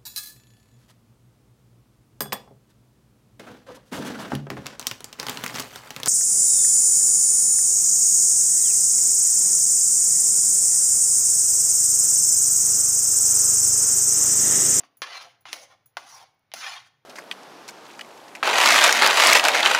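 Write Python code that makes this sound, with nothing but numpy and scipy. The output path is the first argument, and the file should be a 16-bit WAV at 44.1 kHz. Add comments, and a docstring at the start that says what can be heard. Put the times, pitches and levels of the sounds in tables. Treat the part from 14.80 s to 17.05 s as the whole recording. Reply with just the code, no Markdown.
"""Stirring semolina in a steel pot

A steel spoon stirs thick porridge, about two turns a second, near a phone in a small kitchen.
On each turn it knocks on the pot, which the porridge damps, then drags over the gritty bottom
in tiny slips. The porridge slaps dully and bangles tink faintly between the strokes.
The room rings briefly over a low hum."""
import sys
import numpy as np
from scipy import signal
from scipy.fft import rfft, irfft, next_fast_len
from scipy.io import wavfile
from scipy.ndimage import map_coordinates

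SR = 44100
rng = np.random.default_rng(int(sys.argv[2]) if len(sys.argv) > 2 else 0)


def to_wav(sig):
    """Store sig (one row per channel, or 1-D mono) as 16-bit WAV at the path in sys.argv[1].

    Samples outside -1..1 are clipped; the rate is SR.
    """
    pcm = np.clip(np.atleast_2d(sig), -1, 1) * 32767
    pcm = np.round(pcm).astype(np.int16)
    wavfile.write(sys.argv[1], SR, pcm.T)  # frames by channels


N = 99225
FFT_SIZE = 2 * next_fast_len(N)
TIME = np.arange(N) / SR
FREQS = np.maximum(np.fft.rfftfreq(FFT_SIZE, 1 / SR), 1)


def gain(db):
    """Turn decibels into a multiplier."""
    return 10 ** (np.asarray(db) / 20)


def unit(x):
    """Scale a sound to an average (rms) size of 1."""
    return x / np.sqrt(np.mean(x ** 2))


def curve(points):
    """Join (Hz, value) points along a pitch scale."""
    hz, value = np.array(points, float).T
    return np.interp(np.log(FREQS), np.log(hz), value)


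def tone_filter(db):
    """A filter's response to a click, with these levels and the sharpest possible start."""
    cepstrum = irfft(np.log(gain(db)))
    middle = len(cepstrum) // 2
    cepstrum[1:middle] *= 2
    cepstrum[middle + 1:] = 0
    return irfft(np.exp(rfft(cepstrum)))[:N]


def through(x, response):
    """Pass a sound through a filter, pot or room."""
    return signal.fftconvolve(x, response)[:N]


def noise(colour):
    """Noise shaped by (Hz, dB) points."""
    return unit(through(rng.standard_normal(N), tone_filter(curve(colour))))


def fade(ring_s):
    """Die away by 60 dB over the ring time."""
    return np.exp(-np.log(1000) * TIME / ring_s)


def at(start, x):
    """Delay a sound to its start time."""
    return np.concatenate([np.zeros(max(int(start * SR), 0)), x])[:N]


def resonance(hz, width_hz):
    """A randomly shaken, blurry note whose pitch may move."""
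    smooth = signal.butter(2, width_hz / 2, fs=SR, output="sos")
    sway = signal.sosfilt(smooth, rng.standard_normal(N) + 1j * rng.standard_normal(N))
    cycles = np.cumsum(hz * np.ones(N)) / SR
    return unit(np.real(sway * np.exp(2j * np.pi * cycles)))


def swells(rows, width_hz, edge_s):
    """Gliding, blurry notes that fade in and out."""
    out = np.zeros(N)
    for start, end, db, start_hz, end_hz in rows:
        shape = np.clip(np.minimum(TIME - start, end - TIME) / edge_s, 0, 1)
        pitch = np.interp(TIME, [start, end], [start_hz, end_hz])
        out += gain(db) * shape * resonance(pitch, width_hz)
    return out


def moving_contact(x, depth_db=5, spacing_hz=110.04, changes_per_s=30):
    """As the spoon travels, different notes of the steel swell and sink at random."""
    hz, seconds, spectrum = signal.stft(x, SR, nperseg=1024, noverlap=768)
    place = np.meshgrid(hz / spacing_hz, seconds * changes_per_s, indexing="ij")
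    favour = map_coordinates(rng.standard_normal((512, 256)), place, order=2, mode="mirror")
    _, shifted = signal.istft(spectrum * gain(depth_db * favour), SR, nperseg=1024, noverlap=768)
    return unit(shifted[:N])


def slips(colour, per_s=8000, spread_db=2.5):
    """Steel rides over the grains in many tiny, uneven slips."""
    happens = rng.random(N) < per_s / SR
    direction = rng.choice([-1, 1], N)
    size = gain(spread_db * np.minimum(rng.exponential(size=N), 5))
    return moving_contact(through(happens * direction * size, tone_filter(curve(colour))))


# One list per drag of the spoon. Each row: time in seconds, grinding level in dB, hiss level in dB.
DRAGS = [
    [(0, -49.5, -76), (.015, -74, -56), (.026, -62, -76), (.05, -58, -66), (.075, -68, -76),
     (.1, -96, -101)],
    [(.222, -33, -43.5), (.265, -44, -61), (.305, -41, -59), (.34, -40, -54), (.378, -40, -48.5),
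     (.4, -46.5, -60.5), (.422, -43, -50), (.445, -50, -60), (.52, -64.5, -72), (.56, -71, -94)],
    [(.654, -48, -65), (.69, -44, -61), (.725, -48, -49.5), (.772, -50, -52), (.81, -60, -52),
     (.838, -52.5, -50), (.868, -67, -69), (.895, -70, -75), (.915, -56.5, -68.5), (.945, -63, -76),
     (.97, -93, -81)],
    [(1.172, -62, -54.5), (1.235, -59.5, -60.5), (1.262, -55.5, -57.5), (1.295, -54, -51),
     (1.346, -57.5, -47.5), (1.396, -50, -52.5), (1.438, -54, -59), (1.452, -61.5, -73.5),
     (1.52, -88, -84.5)],
    [(1.74, -73, -61), (1.765, -44.5, -45), (1.795, -44.5, -43), (1.834, -33.5, -47), (1.885, -39, -46),
     (1.925, -40, -49.5), (1.955, -40, -48.5), (1.984, -42.5, -60), (2.0, -52.5, -59.5), (2.035, -62, -73),
     (2.074, -57.5, -61.5), (2.09, -98.5, -74.5)],
]
# The tone of the grinding and of the hiss. Each row: frequency in Hz, relative level in dB.
GRIND_COLOUR = [(60, -52.5), (220, -43.5), (480, -20), (720, -3), (1100, 1), (2000, -1.5), (3000, -2.5),
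                (4500, -4), (7000, -15), (16000, -46)]
HISS_COLOUR = [(200, -42.5), (1500, -6), (3000, -37), (4600, 2), (6400, 3), (8000, 1.5), (11000, -10),
               (16000, -19)]

def drags(chatter_per_s=131.8, chatter_db=1.55):
    """Grinding and hiss follow the push of the hand and chatter together."""
    grind, hiss = np.zeros(N), np.zeros(N)
    for drag in DRAGS:
        seconds, grind_db, hiss_db = np.array(drag).T
        touching = (TIME >= seconds[0]) & (TIME <= seconds[-1])
        grind += touching * gain(np.interp(TIME, seconds, grind_db))
        hiss += touching * gain(np.interp(TIME, seconds, hiss_db))
    scrape = grind * slips(GRIND_COLOUR) + hiss * slips(HISS_COLOUR)
    chatter = np.interp(TIME * chatter_per_s, np.arange(N), rng.standard_normal(N))
    return scrape * gain(chatter_db * chatter)


# Porridge slaps. Each row: start and end in seconds, level in dB, first and last pitch in Hz.
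SLAPS = [(0, .075, -60, 290, 294), (.22, .29, -57, 320, 406), (.66, .79, -64.5, 329, 310.5),
         (1.17, 1.27, -63.5, 350, 241), (1.735, 1.81, -58, 230, 301)]

def slaps():
    """Thick porridge slaps dully against the spoon."""
    return swells(SLAPS, width_hz=117, edge_s=0.043)


# The tone of the room noise. Each row: frequency in Hz, relative level in dB.
AIR_COLOUR = [(20, -25), (45, -25), (75, -21.5), (112, -5.5), (150, -8), (200, -12), (400, -14.5),
              (900, -15), (2000, -19), (5000, -28), (10000, -39), (16000, -39.5)]
# How loud the hum is. Each row: time in seconds, level in dB.
HUM_LEVEL = [(0, -89), (.45, -78.5), (.8, -72.5), (1.0, -73), (1.171, -81.5), (1.37, -70), (1.58, -85),
             (1.84, -72.5), (2.25, -75.5)]

def background(air_db=-74):
    """Quiet room noise and a wavering low hum."""
    air = gain(air_db) * noise(AIR_COLOUR)
    hum_db = np.interp(TIME, *np.array(HUM_LEVEL).T)
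    return air + gain(hum_db) * resonance(hz=121, width_hz=46)


# The spoon hits the pot. Each row: start in seconds, relative level in dB, thud boost in dB,
# treble boost in dB, main pitch in Hz, boost at that pitch in dB.
KNOCKS = [(.005, -20.5, 4, -13, 790, 9), (0.0348, -25, 20, -18, 1570, 5), (0.2189, -1, -2.5, -4.5, 1600, 3),
          (0.6546, -17.5, 3.5, -17, 1200, 12.5), (0.7297, -2, 2.5, 6.5, 2320, -2),
          (1.1695, -0.5, -9.5, -12.5, 1020, 11), (1.7170, -21, -15.5, -17.5, 3260, 11),
          (1.7378, -8.5, -3, 11, 720, 9)]
# The tone all knocks share. Each row: frequency in Hz, relative level in dB.
KNOCK_COLOUR = [(40, -37.5), (180, -28.5), (300, -13.5), (600, -3), (1200, -4), (2000, -2), (3000, -2),
                (6000, -6.5), (10000, -14.5), (16000, -28.5)]

def knocks(level_db=4.5, clatter_db=-0.5, thud_hz=450, treble_hz=5500, peak_octaves=0.71):
    """A hit spreads through the steel, then spoon and wall clatter; each spot has its own tone."""
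    travel_s, travel_hz = 0.00119, 1011  # the bending wave's delay at this pitch; treble comes sooner
    contact = irfft(np.exp(-4j * np.pi * travel_s * np.sqrt(travel_hz * FREQS)))[:N]
    out = np.zeros(N)
    for start, db, thud_db, treble_db, hz, peak_db in KNOCKS:
        clatter = unit(rng.standard_normal(N) * fade(ring_s=0.071)) / np.sqrt(N)
        thud = thud_db / (1 + (FREQS / thud_hz) ** 2)
        treble = treble_db / (1 + (treble_hz / FREQS) ** 2)
        peak = peak_db * np.exp(-(np.log2(FREQS / hz) / peak_octaves) ** 2)
        tone = tone_filter(curve(KNOCK_COLOUR) + thud + treble + peak)
        knock = through(contact + gain(clatter_db) * clatter, tone)
        out += gain(level_db + db) * at(start, knock)
    return out


# The filled pot's notes. Each row: pitch in Hz, relative level in dB, ring time in seconds.
POT_NOTES = [(515, -3, 0.068), (703, -3, 0.091), (788, -5, 0.061), (1046, -3, .2), (1093, -10.5, 0.17),
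             (1390, -6, 0.11), (1563, -3, 0.11), (1865, -3.5, .13), (2042, -2, .12), (2110, -5.5, 0.058),
             (2310, -6, .16), (2356, -6, 0.13), (2485, -5, 0.22), (2911, -6, .12), (3015, -4.5, 0.13),
             (3471, -11.5, .12)]

def pot_ring(spoon, level_db=0.5):
    """The spoon sets the pot ringing, and the porridge soon damps it."""
    ring = np.zeros(N)
    for hz, db, ring_s in POT_NOTES:
        balance = 2 * np.log(1000) / (ring_s * SR)  # stops long notes from building up louder
        ring += gain(db) * balance * fade(ring_s) * np.cos(2 * np.pi * hz * TIME)
    return through(spoon, gain(level_db) * ring)


# How long the kitchen rings. Each row: frequency in Hz, ring time in seconds.
ROOM_RING = [(250, 0.82), (700, 0.52), (2000, 0.48), (5000, 0.43), (12000, 0.27)]

def kitchen_echo(sound, level_db=-14.5, build_s=0.0094):
    """Echoes from the walls blur together; the treble dies first."""
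    spectrum, tail = rfft(rng.standard_normal(FFT_SIZE)), np.zeros(N)
    for hz, ring_s in ROOM_RING:
        band = curve([(other, other == hz) for other, _ in ROOM_RING])
        tail += irfft(spectrum * band)[:N] * fade(ring_s)
    tail *= 1 - np.exp(-TIME / build_s)
    return through(sound, gain(level_db) * unit(tail) / np.sqrt(N))


# The bangles touch. Each row: start in seconds, level in dB.
TINKS = [(0.169, -50), (0.607, -59.5), (1.058, -50), (1.541, -78.5)]
# Their notes. Each row: pitch in Hz, relative level in dB, ring time in seconds.
BANGLE_NOTES = [(5900, -24.5, .2), (6750, -18.5, 0.19), (8100, -26.5, .08), (8700, -19, .12),
                (10300, -28, .08), (10860, -5, .09), (11970, -7.5, .09), (14620, -15, .05),
                (15185, -7, 0.054)]

def bangles(contact_s=.002, tick_db=-2.5):
    """Thin metal rings touch with a small tick and ring high."""
    out, rise = np.zeros(N), np.minimum(TIME / contact_s, 1)
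    for start, db in TINKS:
        ring = sum(gain(note_db) * fade(ring_s) * np.sin(2 * np.pi * (hz * TIME + rng.random()))
                   for hz, note_db, ring_s in BANGLE_NOTES)
        tick = noise([(1000, -4.5), (7000, -12.5), (9000, -5), (16000, -0.5)]) * fade(ring_s=.04)
        out += gain(db) * at(start, (ring + gain(tick_db) * tick) * rise)
    return out


# Hollow notes. Each row: start and end in seconds, level in dB, first and last pitch in Hz.
HOLLOWS = [(.23, .39, -59.5, 600, 641.5), (.385, .49, -53.5, 800.4, 665.6), (.74, .87, -57, 590.7, 686),
           (.88, .965, -63, 685, 734), (1.3, 1.465, -52.5, 1020, 783), (1.81, 2.01, -59, 900, 905)]

def hollow_ring():
    """The scrape rings hollow around the spoon."""
    return swells(HOLLOWS, width_hz=274, edge_s=0.023)


# One lingering note: start in seconds, pitch in Hz, level in dB, ring time in seconds.
AFTER_RING = (1.40, 2219, -63, .75)

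def after_ring(rise_s=.02):
    """A free part of the steel rings on faintly after a drag."""
    start, hz, db, ring_s = AFTER_RING
    shape = np.minimum(TIME / rise_s, 1) * fade(ring_s)
    return at(start, gain(db) * shape * np.sin(2 * np.pi * hz * TIME))


# One bubble: start in seconds, level in dB, ring time in seconds.
POP = (1.594, -65, 0.0097)

def bubble_pop():
    """A tiny bubble bursts in the porridge with a bright snap."""
    start, db, ring_s = POP
    snap = noise([(2000, -21), (6000, -9), (8000, 0), (12000, -5), (16000, -6)])
    return at(start, gain(db) * snap * fade(ring_s))


def scene():
    """Spoon, pot, porridge and bangles in the kitchen, the same on the left and right."""
    spoon = knocks() + drags() + hollow_ring()
    near = spoon + pot_ring(spoon) + slaps() + after_ring() + bubble_pop() + bangles()
    heard = near + kitchen_echo(near) + background()
    return np.array([heard, heard])


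# The microphone's tone. Each row: frequency in Hz, boost in dB.
MIC_COLOUR = [(20, -2), (6500, -0.5), (7300, -9.5), (8200, -15), (9000, -6), (9700, 3.5), (10700, 1),
              (12000, -4.5), (13900, 0), (15200, 9), (15700, -10), (17000, -18.5)]
# How its two openings differ. Each row: frequency in Hz, left minus right in dB.
LEFT_MINUS_RIGHT = [(5800, 0), (7050, -2.5), (7700, -9), (8150, -6.5), (8600, 2), (9200, 10), (9650, 7.5),
                    (10200, 2.5), (10700, 0.9), (11800, 0)]

def record(dry, top_hz=16400):
    """The phone dips part of the treble, a little differently on each side, and cuts the very top."""
    mic, channels = tone_filter(curve(MIC_COLOUR)), []
    for sound, side in zip(dry, (1, -1)):
        spectrum = rfft(through(sound, mic), FFT_SIZE)
        opening = gain(side * curve(LEFT_MINUS_RIGHT) / 2)
        channels.append(irfft(spectrum * opening)[:N])
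    top_cut = signal.ellip(8, .2, 70, top_hz, fs=SR, output="sos")
    return signal.sosfilt(top_cut, channels)


dry = scene()
out = record(dry)
to_wav(out)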